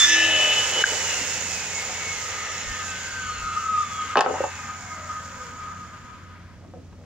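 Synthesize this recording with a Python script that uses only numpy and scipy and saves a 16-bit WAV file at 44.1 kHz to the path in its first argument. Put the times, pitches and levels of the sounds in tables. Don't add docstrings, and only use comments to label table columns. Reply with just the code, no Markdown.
import sys
import numpy as np
from scipy import signal
from scipy.fft import rfft, irfft, next_fast_len
from scipy.io import wavfile
from scipy.ndimage import uniform_filter1d, minimum_filter1d, map_coordinates

SR = 44100
rng = np.random.default_rng(int(sys.argv[2]) if len(sys.argv) > 2 else 0)


def store_pcm(level_fs):
    pcm = np.round(np.clip(level_fs, -1, 1) * 32767).astype(np.int16)
    wavfile.write(sys.argv[1], SR, np.atleast_2d(pcm).T)


N = 310905
TIME = np.arange(N) / SR

FULL_HZ = 325
PINION_TEETH, COMMUTATOR_BARS, GEAR_RATIO = 11, 32, 3.9
# (full-speed level [dB], loss per halving [dB], stall speed [Hz])
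SHAFT_LAW = (-39.5, 5.8, 31)
# (time [s], level [dB])
WHIR_SWELL = [(0, -0.5), (.85, 5), (1.5, -0.5), (2.05, 0.5), (2.85, 0), (3.55, -3.5), (4.3, 2.5), (4.9, 0),
              (5.45, 3), (5.75, 2.5), (6.5, 2)]


def amp(db):
    return 10 ** (np.asarray(db) / 20)


def unit(x):
    return x / np.sqrt(np.mean(x ** 2) + 1e-20)


def along(points, hz):
    freqs, values = np.transpose(points)
    return np.interp(np.log(hz + 1), np.log(freqs + 1), values)


def envelope(points):
    return np.interp(TIME, *np.transpose(points))


def hump(peak_s, width_s):
    return np.exp(-((TIME - peak_s) / width_s) ** 2)


def wobble(rate):
    knots = rng.standard_normal(int(N * rate / SR) + 4)
    coarse = np.arange(0, N + 64, 64)
    return np.interp(np.arange(N), coarse, map_coordinates(knots, [coarse * rate / SR]))


def filtered(x, response):
    size = next_fast_len(N + SR // 2)
    return irfft(rfft(x, size) * response(np.fft.rfftfreq(size, 1 / SR)), size)[..., :N]


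def resonances(modes, hz):
    return sum(amp(db) * 1j * hz * width / (centre ** 2 - hz ** 2 + 1j * hz * width)
               for centre, width, db in modes)


def free_decay(modes, t):
    return sum(amp(db - 60 * t / t60) * np.sin(2 * np.pi * hz * t) for hz, db, t60 in modes)


def stereo_noise(response):
    # (frequency [Hz], left-right correlation)
    coherence = [(60, 0.81), (300, 0.8), (700, 0.93), (1400, 0.91), (3000, 0.5), (7000, 0.34),
                 (15000, 0.12)]

    def mid_and_side(hz):
        turn = np.arccos(along(coherence, hz)) / 2
        return response(hz) * np.array([np.cos(turn), np.sin(turn)])
    mid, side = filtered(rng.standard_normal((2, N)), mid_and_side)
    return unit(np.array([mid + side, mid - side]))


def coloured(spectrum):
    return stereo_noise(lambda hz: amp(along(spectrum, hz)))


def wind(breeze_db=-61.5):
    # (peak time [s], half width [s], level [dB])
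    gusts = [(2.7, 0.043, -40), (3.38, 0.16, -47)]
    strength = amp(breeze_db) + sum(amp(db) * hump(s, width) for s, width, db in gusts)
    return strength * coloured([(15, -22), (35, -6), (60, -2), (110, -26), (400, -42.5), (2000, -100)])


def background(engine_hz=89.8):
    # (frequency [Hz], relative density [dB])
    rumble = [(15, -57), (25, -27.5), (38, -28), (68, 1.5), (92, 2.5), (146, -1), (249, -2), (340, -18),
              (400, -16), (520, -43.5), (880, -120)]
    # (frequency [Hz], relative density [dB])
    open_air = [(100, -0.5), (330, -1.5), (430, -5.5), (550, 0), (900, -9), (2000, -12.5), (3500, -18),
                (6500, -17.5), (9000, -29), (15000, -39.5)]
    phase = 2 * np.pi * engine_hz * TIME + .5 * wobble(7.6)
    engine = amp(-45.5 + 1.53 * wobble(4.8)) * np.sin(phase)
    engine += amp(-57 + 3.8 * wobble(8.2)) * np.sin(2 * phase)
    return engine + wind() + amp(-48.5) * coloured(rumble) + amp(-54.5) * coloured(open_air)


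def yard_echo(x, t60=.17, cutoff_hz=4500):
    t = np.arange(SR // 3) / SR
    tail = rng.standard_normal((2, len(t))) * amp(-60 * t / t60) * (t > .004)
    tail = signal.lfilter(*signal.butter(2, cutoff_hz, fs=SR), tail)
    return signal.fftconvolve(x[None], tail / np.linalg.norm(tail[0]), axes=1)[:, :N]


def wood_slides(relative_width=0.27):
    # (time [s], duration [s], level [dB], resonance [Hz])
    slides = [(0.079, 0.63, -37.5, 577), (0.719, 0.13, -34, 510), (0.899, 0.066, -34.5, 493),
              (0.982, 0.42, -50.5, 513), (1.202, 0.051, -43, 270), (6.551, 0.37, -52.5, 304),
              (4.158, 0.099, -11.5, 820), (4.199, 0.15, -35.5, 252), (4.234, 0.12, -27.5, 504),
              (4.335, 0.063, -31, 890), (4.42, 0.063, -36.5, 900), (6.618, 0.059, -51.5, 700),
              (6.74, 0.059, -47, 480), (6.976, 0.07, -53.5, 524)]
    out = np.zeros(N + SR)
    for s, length, db, hz in slides:
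        count = int(length * SR)
        slips = rng.standard_normal(count) * (rng.random(count) < .02)
        force = signal.lfilter(*signal.butter(2, 2 * hz, fs=SR), slips)
        rub = signal.lfilter(*signal.iirpeak(hz, 1 / relative_width, fs=SR), force)
        out[round(s * SR):][:count] += amp(db) * unit(rub) * np.sqrt(np.hanning(count))
    return out[:N]


def with_rebounds(knocks, count=3, gap_s=.011, loss_db=11.5, dulling=0.73):
    gaps = gap_s * rng.uniform(.5, 1.5, (len(knocks), count))
    return [(s + gap[:k].sum(), db - loss_db * k, hz * dulling ** k)
            for (s, db, hz), gap in zip(knocks, gaps) for k in range(count + 1)]


def board_knocks(drum_hz=700, give_s=0.0013, crack_t60=0.0064, clatter_t60=.055):
    # (time [s], level [dB], brightness [Hz])
    knocks = [(0.925, -27, 650), (1.893, -27, 1000), (4.156, 3.5, 1190), (4.162, 0, 1290),
              (4.171, 3.5, 3820), (4.181, -5, 3800), (4.191, -2, 3000), (4.208, 4.5, 5900),
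              (4.249, -17.5, 600), (4.2618, -4.5, 1700), (4.296, -20, 1400), (4.312, -23, 600),
              (4.342, -18.5, 1700), (4.381, -24, 1800), (4.405, -13.5, 430), (4.438, -13.5, 1010),
              (4.585, -37, 800), (6.737, -32, 700), (6.928, -42.5, 1700), (7.037, -45, 2520)]
    # (frequency [Hz], level [dB], T60 [s])
    board_modes = [(189, -17, 0.1), (252, -15, 0.11), (350, -9, 0.07), (422, -2, 0.075), (522, 0, 0.1),
                   (611, -4, 0.07), (759, 6, 0.065), (888, 4, 0.045), (1020, -2, 0.06), (1095, 1.5, 0.055),
                   (1280, 1.5, 0.06), (1590, 4, 0.023), (1820, -2, 0.04), (2560, -2, 0.035),
                   (2860, -3, 0.03), (3650, -7, 0.04), (4500, -9, 0.03), (5370, -10, .03)]
    # (frequency [Hz], level [dB], T60 [s])
    pile_modes = [(538, -2, 0.08), (450, -9, 0.03)]
    out, t = np.zeros(N + SR), np.arange(SR // 3) / SR
    drum = free_decay(pile_modes, t) * (1 - np.exp(-t / give_s))
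    for s, db, bright_hz in knocks:
        softness = 1 / (1 + (bright_hz / drum_hz) ** 4)
        out[round(s * SR):][:len(t)] += amp(db + 5) * softness * drum
    for s, db, bright_hz in with_rebounds(knocks):
        ring = np.zeros(len(t))
        for hz, level, t60 in board_modes:
            strength = rng.choice([-1, 1]) * amp(level + rng.normal(0, 3.6) - 60 * t / t60)
            ring += strength * np.sin(2 * np.pi * hz * rng.normal(1, 0.022) * t)
        grit_decay = amp(-10 - 60 * t / crack_t60) + amp(-18 - 60 * t / clatter_t60)
        strike = amp(-13) * ring + 2 * grit_decay * rng.standard_normal(len(t))
        strike = signal.lfilter(*signal.butter(2, bright_hz, fs=SR), strike)
        thinning = signal.butter(1, 0.038 * bright_hz, "high", fs=SR)
        out[round(s * SR):][:len(t)] += amp(db) * signal.lfilter(*thinning, strike)
    return signal.lfilter(*signal.butter(2, [240, 9000], "band", fs=SR), out[:N])


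def shaft_speed(release_s=.21, drag_s=6.889, friction_hz=200.9):
    coasting = np.maximum(TIME - release_s, 0)
    return np.maximum((FULL_HZ + friction_hz) * np.exp(-coasting / drag_s) - friction_hz, 1)


def by_speed(speed, law):
    db, halving_db, stall_hz = law
    return db + halving_db * np.log2(speed / FULL_HZ) - 10 * np.log10(1 + (stall_hz / speed) ** 4)


def slack(speed):
    return np.clip(2 * (1 - speed / FULL_HZ), 0, 1)


def fan_air(speed, gain_db):
    # (full-speed level [dB], loss per halving [dB], stall speed [Hz])
    law = (-37, 7.84, 3)
    # (frequency [Hz], relative density [dB])
    spectrum = [(100, -16.5), (250, -13), (480, 3.5), (650, -1.5), (880, 3), (1150, -6), (2000, -5),
                (5000, -60)]
    return amp(by_speed(speed, law) + gain_db + 0.42 * wobble(14)) * coloured(spectrum)


def gear_rattle(speed, gain_db, slow_hz=95):
    # (full-speed level [dB], loss per halving [dB], stall speed [Hz])
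    law = (-32.5, 4.76, 8.4)
    # (frequency [Hz], relative density [dB])
    fast_spectrum = [(500, -19), (1000, -10.5), (1500, 2), (1800, 1), (2120, 5.5), (2380, -1), (2600, 3.5),
                     (3100, -1), (3480, -3), (3750, -3.5), (5000, -11), (9000, -30.5)]
    # (frequency [Hz], relative density [dB])
    slow_spectrum = [(500, -24.5), (850, -18), (980, 4), (1120, -6.5), (1400, -0.5), (1600, 3), (1850, -4),
                     (2150, -3.5), (2700, -10.5), (3400, -10.5), (3800, -17), (5000, -17), (9000, -35)]
    slow = 1 / (1 + (speed / slow_hz) ** 4)
    gears = np.sqrt(1 - slow) * coloured(fast_spectrum) + np.sqrt(slow) * coloured(slow_spectrum)
    return amp(by_speed(speed, law) + gain_db + 0.86 * wobble(24.83)) * gears


def brush_hiss(speed, gain_db, throb):
    # (full-speed level [dB], loss per halving [dB], stall speed [Hz])
    law = (-29.5, 7.15, 30.4)
    # (frequency [Hz], relative density [dB])
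    spectrum = [(2000, -36), (3800, -13), (5200, -2), (6300, 0), (7200, 1.5), (7800, -6), (8600, -15),
                (10000, -22), (12000, -33.5), (14000, -24.5), (15300, -19)]
    # (frequency [Hz], bandwidth [Hz], gain [dB])
    whistle_mode = [(6742, 67, 0)]
    level_db = by_speed(speed, law) + gain_db
    hiss = amp(level_db - 1.5 + 1.18 * wobble(16)) * coloured(spectrum) * throb
    whistle_db = level_db - 10 + 7 * slack(speed) + 0.87 * wobble(12)
    whistle = stereo_noise(lambda hz: resonances(whistle_mode, hz) * amp(along(spectrum, hz)))
    return hiss + amp(whistle_db) * whistle


def whir(speed, angle):
    # (extra rattle [dB], its fade [s], extra hiss [dB], its fade [s])
    cut_end = (8.4, 0.12, 14, 0.11)
    # (peak time [s], half width [s], extra hiss [dB])
    vents = (1.29, 0.4, 3.4)
    rattle_db, cut_s, hiss_db, hiss_s = cut_end
    vents_s, vents_width_s, vents_db = vents
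    swell_db, cutting = envelope(WHIR_SWELL), hump(0, cut_s)
    throb = 1 + 0.1 * np.cos(angle)
    air = fan_air(speed, 0.72 * swell_db - 5 * cutting)
    rattle = gear_rattle(speed, swell_db + rattle_db * cutting) * throb
    brush_db = 0.89 * swell_db + hiss_db * hump(0, hiss_s) + vents_db * hump(vents_s, vents_width_s)
    return air + rattle + brush_hiss(speed, brush_db, throb)


def ring_response(hz):
    # (frequency [Hz], bandwidth [Hz], gain [dB])
    ring_modes = [(1248, 44, 21), (1295, 45, 9)]
    return sum(amp(db) * resonances([(centre, width, 0)], hz) ** 2 for centre, width, db in ring_modes)


def metallic_ring(angle, evenness=.6):
    # (time [s], level [dB])
    ring_levels = [(.2, -48), (.8, -42), (1.4, -52), (2.1, -44), (2.46, -35), (2.62, -45), (2.82, -35),
                   (3.05, -48), (3.3, -34), (3.4, -37), (3.55, -24.5), (3.62, -32), (3.79, -23),
                   (3.87, -39), (4.01, -26.5), (4.07, -37), (4.12, -30), (4.24, -44), (4.36, -35),
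                   (4.54, -46), (4.72, -33), (4.84, -48), (4.95, -34), (5.02, -39), (5.13, -30),
                   (5.27, -47), (5.42, -37), (5.55, -47), (5.65, -32), (6.02, -49), (6.1, -44), (6.5, -57),
                   (6.7, -70)]
    note = signal.hilbert(stereo_noise(ring_response), next_fast_len(N))[:, :N]
    steady = unit(note.real / np.abs(note).mean(0) ** evenness)
    pulse = 1 + .22 * np.cos(angle / GEAR_RATIO)
    return amp(envelope(ring_levels) - 1.5 + 1.8 * wobble(40)) * steady * pulse


def guard_snap(contact_s=0.0024):
    # (time [s], level [dB])
    impact = (.8392, 4.6)
    # (frequency [Hz], level [dB], T60 [s])
    stop_modes = [(1585, 13, 0.012), (1510, -7, 0.0069)]
    s, db = impact
    t = np.maximum(TIME - s, 0)
    clack = free_decay(stop_modes, t) * (1 - np.exp(-t / contact_s))
    return amp(db) * signal.lfilter(*signal.butter(2, 1000, "high", fs=SR), clack)


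def armature_hum(angle):
    # (shaft order, peak time [s], half width [s], level [dB])
    hums = [(1, .21, .16, -37), (2, .37, .15, -39)]
    return np.sqrt(2) * sum(
        amp(db + 1.6 * wobble(20)) * hump(s, width) * np.sin(order * angle + 0.23 * wobble(30))
        for order, s, width, db in hums)


def motor_whine(speed, angle):
    # (time [s], level [dB])
    mesh_levels = [(.42, -51), (.66, -45), (.8, -35), (.92, -45), (1.12, -33), (1.38, -45), (1.6, -39),
                   (1.87, -56), (2.05, -33), (2.26, -46), (2.4, -43), (2.55, -48), (2.72, -38), (2.96, -53),
                   (3.2, -34.5), (3.42, -44), (3.62, -36), (3.72, -24), (3.8, -20), (3.86, -38),
                   (4.08, -51), (4.62, -53), (5.05, -55), (5.2, -62), (5.4, -48), (5.6, -64)]
    # (time [s], level [dB])
    bar_levels = [(1.1, -62), (1.62, -46), (1.76, -52), (2.0, -42), (2.3, -45), (2.42, -52), (2.56, -44),
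                  (2.85, -62), (3.08, -49), (3.22, -58), (3.35, -47), (3.56, -64), (3.84, -52), (4.0, -44),
                  (4.1, -55), (4.46, -48), (4.8, -55), (5.05, -52), (5.7, -60)]
    stall_hz = SHAFT_LAW[2]
    running = 1 / (1 + (stall_hz / speed) ** 4)
    return np.sqrt(2) * running * sum(
        amp(envelope(levels) + wobble(24.9)) * np.sin(order * angle + 0.43 * wobble(45))
        for order, levels in [(PINION_TEETH, mesh_levels), (COMMUTATOR_BARS, bar_levels)])


def shaft_tones(speed, angle, first_upper_order=3):
    # (shaft order, level [dB])
    orders = [(2.0, -12), (3.6, -15), (9.5, -14.8), (10.0, -3), (10.55, -10.1), (12.0, -4.5), (13.0, -8.5),
              (14.0, -13), (15.0, -9), (16.0, -10), (17.0, -7.5), (18.0, -10.1), (19.0, -9.5), (20.0, -8.5),
              (21.0, -4.5), (22.0, -3), (23.0, -8), (24.0, -5.5), (27.0, -10), (28.0, -11), (29.0, -9),
              (30.0, -11), (33.0, -5), (34.0, -9.0), (36.0, -7.5)]
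    # (frequency [Hz], bandwidth [Hz], gain [dB])
    housing_modes = [(531, 49, -3), (644, 45, -3), (801, 160, -2), (1540, 90, 8), (1830, 110, 4),
                     (2130, 130, 5.5), (2600, 140, 2.5), (2860, 170, -3.5), (3246, 130, -5),
                     (4200, 300, -7), (4770, 300, -7), (5750, 700, -2), (6700, 300, 7)]
    gear_play = 0.036 * wobble(30)
    upper_db = -7 * (1 - slack(speed))
    tones = np.zeros(N)
    for order, db in orders:
        level_db = db + (order >= first_upper_order) * upper_db + 3 * wobble(13)
        phase = order * angle + min(order, PINION_TEETH) * gear_play + 0.46 * wobble(45)
        tones += amp(level_db) * np.sin(phase + rng.uniform(0, 2 * np.pi))

    def radiation(hz):
        return (resonances(housing_modes, hz) + amp(-5) * ring_response(hz)) / (1 + (hz / 8000) ** 8)
    return filtered(np.sqrt(2) * tones * amp(by_speed(speed, SHAFT_LAW)), radiation)


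def blade_envelopes(free_fade_db_per_s=9):
    # (time [s], duration [s], level [dB], family [rounded to an index])
    rubs = [(0, 0.049, -8.5, 2), (.01, 0.19, -18.5, 0), (.01, 0.12, -14, 4), (0.063, 0.084, -27.5, 1.5),
            (0.074, 0.43, -25, 1), (0.074, 0.51, -22.5, 3), (0.297, 0.17, -27, 3), (0.367, 0.083, -40, 0),
            (0.727, 0.11, -24.5, 3)]
    # (attack [s], fade [dB/s], free ring [dB])
    families = [(0.019, 65, -18), (0.01, 45, -16), (0.0014, 1000, -40), (0.017, 80, -32),
                (0.022, 131.5, -35)]
    strengths = np.zeros((len(families), N))
    for s, length, db, family in rubs:
        attack_s, fade_db_per_s, free_db = families[round(family)]
        rise = 1 - np.exp(-np.maximum(TIME - s, 0) / attack_s)
        after = np.maximum(TIME - s - length, 0)
        ring_db = np.maximum(-fade_db_per_s * after, free_db - free_fade_db_per_s * after)
        strengths[round(family)] += rise * amp(db + ring_db)
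    return strengths


def kerf_rasp(angle, strengths):
    # (frequency [Hz], bandwidth [Hz], level [dB], family [rounded to an index])
    bands = [(1227, 240, -21, 2.5), (1710, 440, -16, 1.5), (2840, 1300, -5, 1), (3480, 260, -14.5, 3.5),
             (6070, 690, -13, 4)]
    rasp = np.zeros(N)
    for centre, width, db, family in bands:
        band = filtered(rng.standard_normal(N), lambda hz: resonances([(centre, width, 0)], hz) ** 2)
        rasp += amp(db) * strengths[round(family)] * unit(band)
    return rasp * (1 + 0.61 * np.cos(angle / GEAR_RATIO))


def blade_song(speed, strengths, stiffening=0.0405):
    # (frequency at full speed [Hz], level [dB], family [rounded to an index])
    disc_modes = [(1737, -5.5, 0), (1785, -11.5, 0), (1972, -15.5, 0), (2065, -16.5, 0.5), (2417, -16, 0),
                  (3850, -15.5, 0), (5176, -14.5, 4), (5510, -16, 4), (5973, -11, 4), (2535, -16.5, 1),
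                  (2598, -5.5, 1), (2685, -5.5, 1), (2977, -5, 3), (3455, -18, 3), (3516, -3.5, 2),
                  (3670, -21, 2.5), (1245, -18, 1)]
    warped_time = np.cumsum(1 + stiffening * (speed / FULL_HZ - 1)) / SR
    song = np.zeros(N)
    for hz, db, family in disc_modes:
        strength = strengths[round(family)] * amp(db + 2 * wobble(44.8))
        song += strength * np.sin(2 * np.pi * hz * warped_time + 0.57 * wobble(39.43))
    return np.sqrt(2) * song


def scene():
    speed, strengths = shaft_speed(), blade_envelopes()
    angle = 2 * np.pi * np.cumsum(speed) / SR
    motor = motor_whine(speed, angle) + armature_hum(angle) + shaft_tones(speed, angle)
    saw = motor + blade_song(speed, strengths) + kerf_rasp(angle, strengths)
    wood = board_knocks() + wood_slides()
    snap = guard_snap()
    echo = yard_echo(amp(-16) * saw + amp(-12) * wood + amp(-24) * snap)
    return saw + wood + snap + echo + whir(speed, angle) + metallic_ring(angle) + background()


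def limiter(x, ceiling=0.65, ahead_s=0.013, release_s=0.047):
    excess = np.maximum(np.abs(x).max(0) / ceiling, 1)
    ahead = int(ahead_s * SR)
    dip = 1 - minimum_filter1d(1 / excess, 2 * ahead)
    pole = np.exp(-1 / (release_s * SR))
    dip = np.maximum(dip, signal.lfilter([1 - pole], [1, -pole], dip) * 1.45)
    return x * (1 - uniform_filter1d(np.clip(dip, 0, .9), ahead // 4 + 1))


def record(dry, lag_s=4.5e-5, top_hz=15650):
    # (frequency [Hz], left minus right level [dB])
    port_balance = [(60, -1.5), (200, 0.5), (700, 0.5), (1290, 1), (2380, 5), (4400, -2), (6800, -13.5),
                    (9000, 0.5), (12000, -1), (15000, -7.5)]

    def ports(hz):
        balance_db = along(port_balance, hz)
        gains = amp(np.outer([.5, -.5], balance_db))
        delays = np.exp(np.outer([-1j, 1j], np.pi * hz * lag_s))
        return gains * delays / np.sqrt(np.cosh(balance_db * np.log(10) / 20))
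    return filtered(limiter(filtered(dry, ports)), lambda hz: hz < top_hz)


dry = scene()
out = record(dry)
store_pcm(out)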